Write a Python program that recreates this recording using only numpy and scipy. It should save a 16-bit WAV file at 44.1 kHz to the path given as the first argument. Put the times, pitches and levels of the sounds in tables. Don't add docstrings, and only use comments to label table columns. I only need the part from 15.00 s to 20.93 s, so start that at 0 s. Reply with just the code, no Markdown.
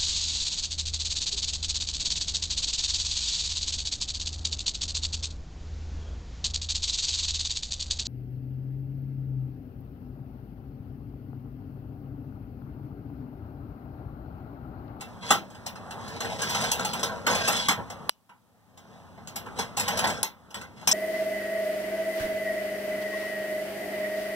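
import sys
import numpy as np
from scipy import signal
from scipy.fft import rfft, irfft, next_fast_len
from scipy.io import wavfile
from scipy.ndimage import uniform_filter1d, map_coordinates

SR = 44100
rng = np.random.default_rng(int(sys.argv[2]) if len(sys.argv) > 2 else 0)


def inscribe(sig):
    pcm = np.round(np.clip(np.atleast_2d(sig).T, -1, 1) * 32767)
    wavfile.write(sys.argv[1], SR, pcm.astype(np.int16))


N = 261513

# f/Hz, relative density/dB
AIR_SPECTRUM = [(25, -21), (50, -11.5), (90, 0), (190, -3.5), (320, -7), (550, -3.5), (850, -3.5),
                (1400, -9.5), (2200, -18.5), (3200, -23.5), (5000, -29), (8000, -32), (15000, -44)]
# t/s, peak before ports and gain control/dB, t60 multiplier, mode tilt/(dB/octave)
SHARP_PEAKS = [(3.0943, 27, 1, -3.5), (5.2314, 9.5, 3.5, 11.5)]
# f/Hz, level before tilt/dB, t60 before multiplier/s
SHARP_PEAK_MODES = [(1210, -5.5, 0.0042), (2980, 17.5, 0.00082), (4340, 7, 0.0033), (7740, 1.5, 0.0013),
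                    (10670, 12, 0.0025), (13900, 6.5, 0.0014)]
# t/s, early rms level/dB, slip run length/s
SQUEAK_EVENTS = [(5.873, -15.5, 0.01), (5.913, -14, 0.015)]
# f/Hz, relative level/dB, t60/s
WIRE_MODES = [(3140, -44, 0.092), (3680, -27, 0.1), (5400, -5, 0.15), (5400, 8, 0.067), (5755, -5, 0.13),
              (6197, 7.5, 0.095), (7220, 5.5, 0.063), (8400, -5, 0.083)]
# t/s, length/s, rattle level/dB, hiss level/dB, swell start to end/dB
PUSHES = [(0.21, 0.14, -44, -40.5, 13), (0.98, 0.19, -49.5, -51, 11.5), (1.193, 0.17, -39.5, -41, 0),
          (1.379, 0.31, -36, -32, 3), (1.726, .35, -38, -41, -2), (2.07, 0.23, -41, -53.5, -5.5),
          (2.278, 0.14, -33, -33, 0.5), (2.429, .24, -39.5, -32.5, -10.5),
          (2.767, 0.053, -33.5, -62.5, -1.5), (3.767, 0.23, -53.5, -62, -4), (4.555, .06, -37, -38, 4.5),
          (4.782, .2, -39, -41.5, -1), (4.993, 0.2, -36.5, -40.5, -4), (5.552, 0.052, -36, -42, -6),
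          (5.756, 0.19, -51.5, -48.5, 13)]
# start t/s, end t/s
CHATTER_SPANS = [(0.38, 0.56), (1.1, 2.1)]
# t/s, knock level/dB, clash level/dB, drag time/s
CONTACT_EVENTS = [(0.008, -46, -38.5, 0.0025), (0.305, -14.5, -14, 0.0055), (0.661, -39.5, -33, 0.004),
                  (0.755, -45.5, -50.5, 0.0028), (0.907, -45.5, -41, 0.0026), (1.079, -51, -44, 0.0019),
                  (1.203, -36, -33, .0034), (1.244, -34.5, -42, .002), (1.415, -34.5, -28, 0.0069),
                  (1.49, -39, -30.5, .01), (1.545, -31, -28, 0.0062), (1.606, -39, -31.5, 0.0065),
                  (1.636, -31.5, -31, 0.0057), (1.715, -32.5, -21.5, 0.00089), (1.794, -32.5, -34, 0.0022),
                  (1.847, -33, -28, 0.0024), (1.931, -32.5, -32, 0.0035), (1.993, -42, -37, 0.0018),
                  (2.029, -30.5, -24.5, 0.0037), (2.265, -23.5, -25, 0.0035), (2.309, -32, -34.5, 0.0016),
                  (2.346, -33.5, -28.5, .005), (2.474, -25, -22, 0.0081), (2.52, -34, -30.5, .007),
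                  (2.563, -40.5, -31, 0.0017), (2.684, -21.5, -20.5, 0.0017), (2.706, -34, -30.5, 0.008),
                  (2.9, -41.5, -41, .002), (3.292, -31, -46, .002), (3.774, -46.5, -40.5, 0.0011),
                  (4.176, -45, -66, .002), (4.273, -47.5, -39, .001), (4.357, -41.5, -32.5, 0.0043),
                  (4.459, -42, -56, .003), (4.585, -30, -29.5, 0.0065), (4.767, -34.5, -26.5, 0.007),
                  (4.793, -36.5, -25, 0.0065), (4.876, -28.5, -27, 0.0074), (4.97, -34, -29, 0.005),
                  (4.988, -31, -27, 0.0035), (5.04, -24.5, -29.5, 0.0027), (5.07, -35, -31, 0.0039),
                  (5.098, -33.5, -34, 0.0026), (5.2299, -20, -12, 0.00027), (5.503, -44.5, -43, 0.0051),
                  (5.543, -32.5, -28, 0.0013), (5.611, -37.5, -38, .0034), (5.812, -46, -51, .0015),
                  (5.874, -26.5, -17.5, 0.00083), (5.914, -34, -18, 0.0041)]
# f/Hz, relative density/dB
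BOOM_SPECTRUM = [(20, -38), (35, -17), (60, -13.5), (95, 0), (140, -5.5), (190, 0.5), (240, -1), (310, -14),
                 (500, -46)]
# f/Hz, relative density/dB
RATTLE_SPECTRUM = [(150, -37), (300, -12), (450, 6), (620, 6), (800, 0), (1200, -3.5), (1750, -9.5),
                   (2200, -15), (3200, -37.5), (6000, -67)]
# f/Hz, relative density/dB
HISS_SPECTRUM = [(900, -30.5), (1900, -2.5), (2900, 0), (3900, 0), (5500, -1.5), (7800, -7), (10000, -16),
                 (15000, -26), (17000, -48)]
# f/Hz, relative density/dB
THUD_SPECTRUM = [(50, -29.5), (120, -13.5), (190, 9.5), (260, -1.5), (380, -7.5), (700, -32.5)]
# f/Hz, relative density/dB
FLEX_SPECTRUM = [(180, -29), (270, -4.5), (420, 0), (600, -2), (900, -22), (2000, -38.5)]
# f/Hz, relative density/dB
KNOCK_SPECTRUM = [(100, -35), (250, -26.5), (350, -18.5), (500, -1), (850, 7), (1200, 1.5), (1700, -0.5),
                  (2200, 0.5), (3200, -11), (4500, -36.5), (7000, -55.5)]
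# f/Hz, relative density/dB
CLASH_SPECTRUM = [(900, -46.5), (1900, -18), (2700, -4), (4000, -2.5), (5500, -0.5), (7500, 2), (10000, -7),
                  (13000, -11), (15500, -15), (17000, -30.5)]
# f/Hz, t60/s
RING_T60 = [(150, 0.29), (800, 0.24), (2000, 0.22), (4000, 0.17), (8000, 0.076), (15000, 0.2)]
# f/Hz, width/Hz, lift (negative: dip)/dB
PANEL_RESONANCES = [(118, 4.8, 4), (168, 19, 3), (460, 7.7, 4), (689.4, 6.2, 3.5), (828, 80, 5.5),
                    (961, 13, 7.5), (1052, 25, 8), (1341, 33, 7), (1525, 74, 6), (2820, 16, -5),
                    (3430, 21, 2.5), (3560, 12, -0.5)]
# f/Hz, likeness/(0-1)
PORT_LIKENESS = [(30, 1), (100, 0.4), (300, 0.3), (800, 0.84), (2300, 1), (7000, 0.9), (15000, .8)]
# f/Hz, level difference/dB
PORT_LEAN = [(100, 1.5), (500, 1.8), (1200, -1.3), (2400, -1.5), (4700, 0.6), (9000, 2.3)]

PUSH_ATTACK_S, PUSH_RELEASE_S = 0.023, 0.028
UNEVEN_DB, UNEVEN_PER_S = 1.5, 18
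BOOM_DB, BOOM_EXPONENT = -15.5, 0.68
IDLE_HISS_DB, IDLE_BOOM_DB = -65, -48
CHATTER_PER_S, CHATTER_DB, CHATTER_SPREAD_DB = 12, -53, 2
HARD_KNOCK_DB, FLEX_DB, FLEX_DB_PER_DB = -13.5, -24, 2.33
BRIGHTEN_DB_PER_OCTAVE = 0.16


def amp(db):
    return 10 ** (np.asarray(db) / 20)


def unit(x):
    return x / np.sqrt(np.mean(x ** 2) + 1e-20)


def struck(x):
    return x / np.sqrt(np.mean(x[:, :SR // 50] ** 2))


def along(points, hz):
    f, v = np.transpose(points)
    return np.interp(np.log(hz + 1), np.log(f + 1), v)


def wobble(knots_per_s):
    knots = rng.standard_normal(int(N * knots_per_s / SR) + 4)
    return map_coordinates(knots, [np.arange(N) * knots_per_s / SR])


def filtered(x, response):
    n = x.shape[-1]
    m = next_fast_len(n + SR // 20, real=True)
    return irfft(rfft(x, m) * response(np.fft.rfftfreq(m, 1 / SR)), m)[..., :n]


def coloured(x, spectrum, tilt_db_per_octave=0):
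    def response(hz):
        octaves = np.log2(np.maximum(hz, 2500) / 5000)
        return amp(along(spectrum, hz) + tilt_db_per_octave * octaves)
    return filtered(x, response)


def high_pass(x, edge_hz):
    return signal.sosfilt(signal.butter(2, edge_hz, "high", fs=SR, output="sos"), x)


def patchy(z, patchy_db, frames):
    field = uniform_filter1d(rng.standard_normal(z.shape[1:]), size=2, axis=0)
    field = uniform_filter1d(field, size=frames, axis=1)
    return z * amp(patchy_db * unit(field))


def add(track, start_s, sound):
    start = max(0, round(start_s * SR))
    part = track[..., start:start + sound.shape[-1]]
    part += sound[..., :part.shape[-1]]


def ringing(drag_s, patchy_db=4.0):
    hz, t, z = signal.stft(rng.standard_normal((2, SR // 4)), SR, nperseg=512)
    t60_s = along(RING_T60, hz)[:, None]
    fade = amp(-60 * np.maximum(t - drag_s, 0) / t60_s)
    tail = signal.istft(patchy(z, patchy_db, frames=20) * fade, SR, nperseg=512)[1]
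    build_up = np.minimum(np.arange(tail.shape[-1]) / SR / max(drag_s, 1e-4), 1)
    return tail * build_up


def background(level_db=-47.0, drift_db=2.66, patchy_db=2):
    z = signal.stft(rng.standard_normal((2, N)), nperseg=512)[2]
    air = signal.istft(patchy(z, patchy_db, frames=20), nperseg=512)[1][:, :N]
    level = amp(level_db + drift_db * wobble(3.8))
    return level * unit(coloured(air, AIR_SPECTRUM))


def sharp_peaks(echo_db=-19, tail_db=-55, edge_hz=600, echo_s=0.0035):
    out, t = np.zeros((2, N)), np.arange(SR // 50) / SR
    for start_s, db, stretch, tilt in SHARP_PEAKS:
        modes = np.zeros(len(t))
        for hz, level_db, t60_s in SHARP_PEAK_MODES:
            decay_db = -60 * t / (t60_s * stretch)
            modes += amp(level_db + tilt * np.log2(hz) + decay_db) * np.sin(2 * np.pi * hz * t)
        peak = high_pass(modes, edge_hz)
        peak = peak / np.abs(peak).max()
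        tail = struck(coloured(ringing(echo_s), CLASH_SPECTRUM, tilt_db_per_octave=-3.5))
        add(out[0], start_s, amp(db) * peak)
        add(out[0], start_s + echo_s, amp(db + echo_db) * peak)
        add(out, start_s, amp(db + tail_db) * tail)
    return out


def squeaks():
    out, t = np.zeros((2, N)), np.arange(SR // 6) / SR
    for start_s, db, length_s in SQUEAK_EVENTS:
        slips = rng.standard_normal((2, len(t))) * np.exp(-t / (length_s / 2))
        ring = np.zeros((2, len(t)))
        for hz, level_db, t60_s in WIRE_MODES:
            mode = np.sin(2 * np.pi * hz * t) * amp(-60 * t / t60_s)
            driven = signal.fftconvolve(slips, mode[None], axes=1)[:, :len(t)]
            ring += amp(level_db) * unit(driven)
        add(out, start_s, amp(db) * struck(ring))
    return out


def push_gains():
    t, power = np.arange(N) / SR, np.zeros((2, N))
    for start_s, length_s, rattle_db, hiss_db, swell_db in PUSHES:
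        since = t - start_s
        attack = np.clip(since / PUSH_ATTACK_S, 0, 1)
        release = np.exp(-np.maximum(since - length_s, 0) / PUSH_RELEASE_S)
        swell = amp(swell_db * (np.clip(since / length_s, 0, 1) - 0.5))
        power += (amp([[rattle_db], [hiss_db]]) * attack * release * swell) ** 2
    return np.sqrt(power) * amp(UNEVEN_DB * wobble(UNEVEN_PER_S))


def scrape(crackle=0.82, slips_per_s=300, spread_db=4.5, patchy_db=3.6):
    rattle_gain, hiss_gain = push_gains()
    happens = rng.random(N) < slips_per_s / SR
    strength = amp(spread_db * np.clip(rng.standard_normal(N), -2, 2))
    slips = happens * strength * rng.choice([-1, 1], N)
    panel = signal.fftconvolve(slips[None], ringing(0.00086, patchy_db=0), axes=1)[:, :N]
    roughness = rng.standard_normal((2, N))
    direct_slips = unit(slips) * [[1], [0]]
    z = signal.stft(unit(panel) + roughness + crackle * direct_slips, nperseg=512)[2]
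    rub = signal.istft(patchy(z, patchy_db, frames=14), nperseg=512)[1][:, :N]
    boom_gain = np.hypot(amp(BOOM_DB) * rattle_gain ** BOOM_EXPONENT, amp(IDLE_BOOM_DB))
    rattle = rattle_gain * unit(coloured(rub, RATTLE_SPECTRUM))
    hiss = (hiss_gain + amp(IDLE_HISS_DB)) * unit(coloured(rub, HISS_SPECTRUM))
    boom = boom_gain * unit(coloured(roughness, BOOM_SPECTRUM))
    return rattle + hiss + boom


def chatter():
    rows = []
    for start_s, end_s in CHATTER_SPANS:
        span_s = end_s - start_s
        for place, strength in rng.random((round(CHATTER_PER_S * span_s), 2)):
            db = CHATTER_DB + CHATTER_SPREAD_DB * (2 * strength - 1)
            rows.append((start_s + place * span_s, db, db, 0.001))
    return rows


def contacts(thud_db=-12, tilt_db_per_octave=-2.0, crack=0.45, crack_s=0.0011):
    out = np.zeros((2, N))
    for start_s, knock_db, clash_db, drag_s in CONTACT_EVENTS + chatter():
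        ring = ringing(drag_s)
        t = np.arange(ring.shape[-1]) / SR
        cracked = ring * (1 + crack * np.exp(-t / crack_s))
        tilt = tilt_db_per_octave + BRIGHTEN_DB_PER_OCTAVE * (clash_db - knock_db)
        flex_db = FLEX_DB + FLEX_DB_PER_DB * (knock_db - HARD_KNOCK_DB)
        add(out, start_s, amp(knock_db + thud_db) * struck(coloured(ring, THUD_SPECTRUM)))
        add(out, start_s, amp(flex_db) * struck(coloured(ring, FLEX_SPECTRUM)))
        add(out, start_s, amp(knock_db) * struck(coloured(ring, KNOCK_SPECTRUM)))
        add(out, start_s, amp(clash_db) * struck(coloured(cracked, CLASH_SPECTRUM, tilt)))
    return out


def tailgate(x, loss_db=-2, cavity_t60_s=0.13, echo_gain=0.36):
    t = np.arange(SR // 10) / SR
    echoes = high_pass(rng.standard_normal((2, len(t))), 1300) * amp(-60 * t / cavity_t60_s)
    echoes = echoes / np.linalg.norm(echoes[0])
    x = x + echo_gain * signal.fftconvolve(x, echoes, axes=1)[:, :N]

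    def response(f):
        total = 1
        for centre, width, lift_db in PANEL_RESONANCES:
            band = 1j * f * width
            total = total + (amp(lift_db) - 1) * band / (centre ** 2 - f ** 2 + band)
        return total
    return amp(loss_db) * filtered(x, response)


def ports(x, delay_s=0.000428):
    def turn(hz):
        return np.arccos(np.clip(along(PORT_LIKENESS, hz), 0, 1)) / 2

    def late_phase(hz):
        return np.exp(-1j * np.maximum(2 * np.pi * hz * delay_s - np.pi, 0))

    def lean(hz):
        return amp(np.array([[0.5], [-0.5]]) * along(PORT_LEAN, hz))

    direct = filtered(x[0], lambda hz: np.cos(turn(hz)))
    late = filtered(direct, late_phase)
    diffuse = filtered(x[1], lambda hz: np.sin(turn(hz)))
    return filtered(np.array([direct + diffuse, late - diffuse]), lean)


def scene():
    wire_on_panel = tailgate(scrape() + contacts())
    return ports(background() + sharp_peaks() + squeaks() + wire_on_panel)


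def gain_control(x, threshold_db=-16.5, recovery_db_per_s=20, sense_hz=3800):
    treble_power = np.mean(high_pass(x, sense_hz) ** 2, axis=0)
    power = np.abs(uniform_filter1d(treble_power, SR // 500))
    over_db = np.maximum(10 * np.log10(power + 1e-12) - threshold_db, 0)
    ramp_db = recovery_db_per_s * np.arange(N) / SR
    return x * amp(ramp_db - np.maximum.accumulate(over_db + ramp_db))


def record(dry, self_noise_db=-73, bass_edge_hz=32, top_hz=15900):
    self_noise = amp(self_noise_db) * rng.standard_normal((2, N))
    clipped = np.clip(gain_control(dry) + self_noise, -1, 1)
    return filtered(high_pass(clipped, bass_edge_hz), lambda hz: 1 / (1 + (hz / top_hz) ** 80))


dry = scene()
out = record(dry)
inscribe(out)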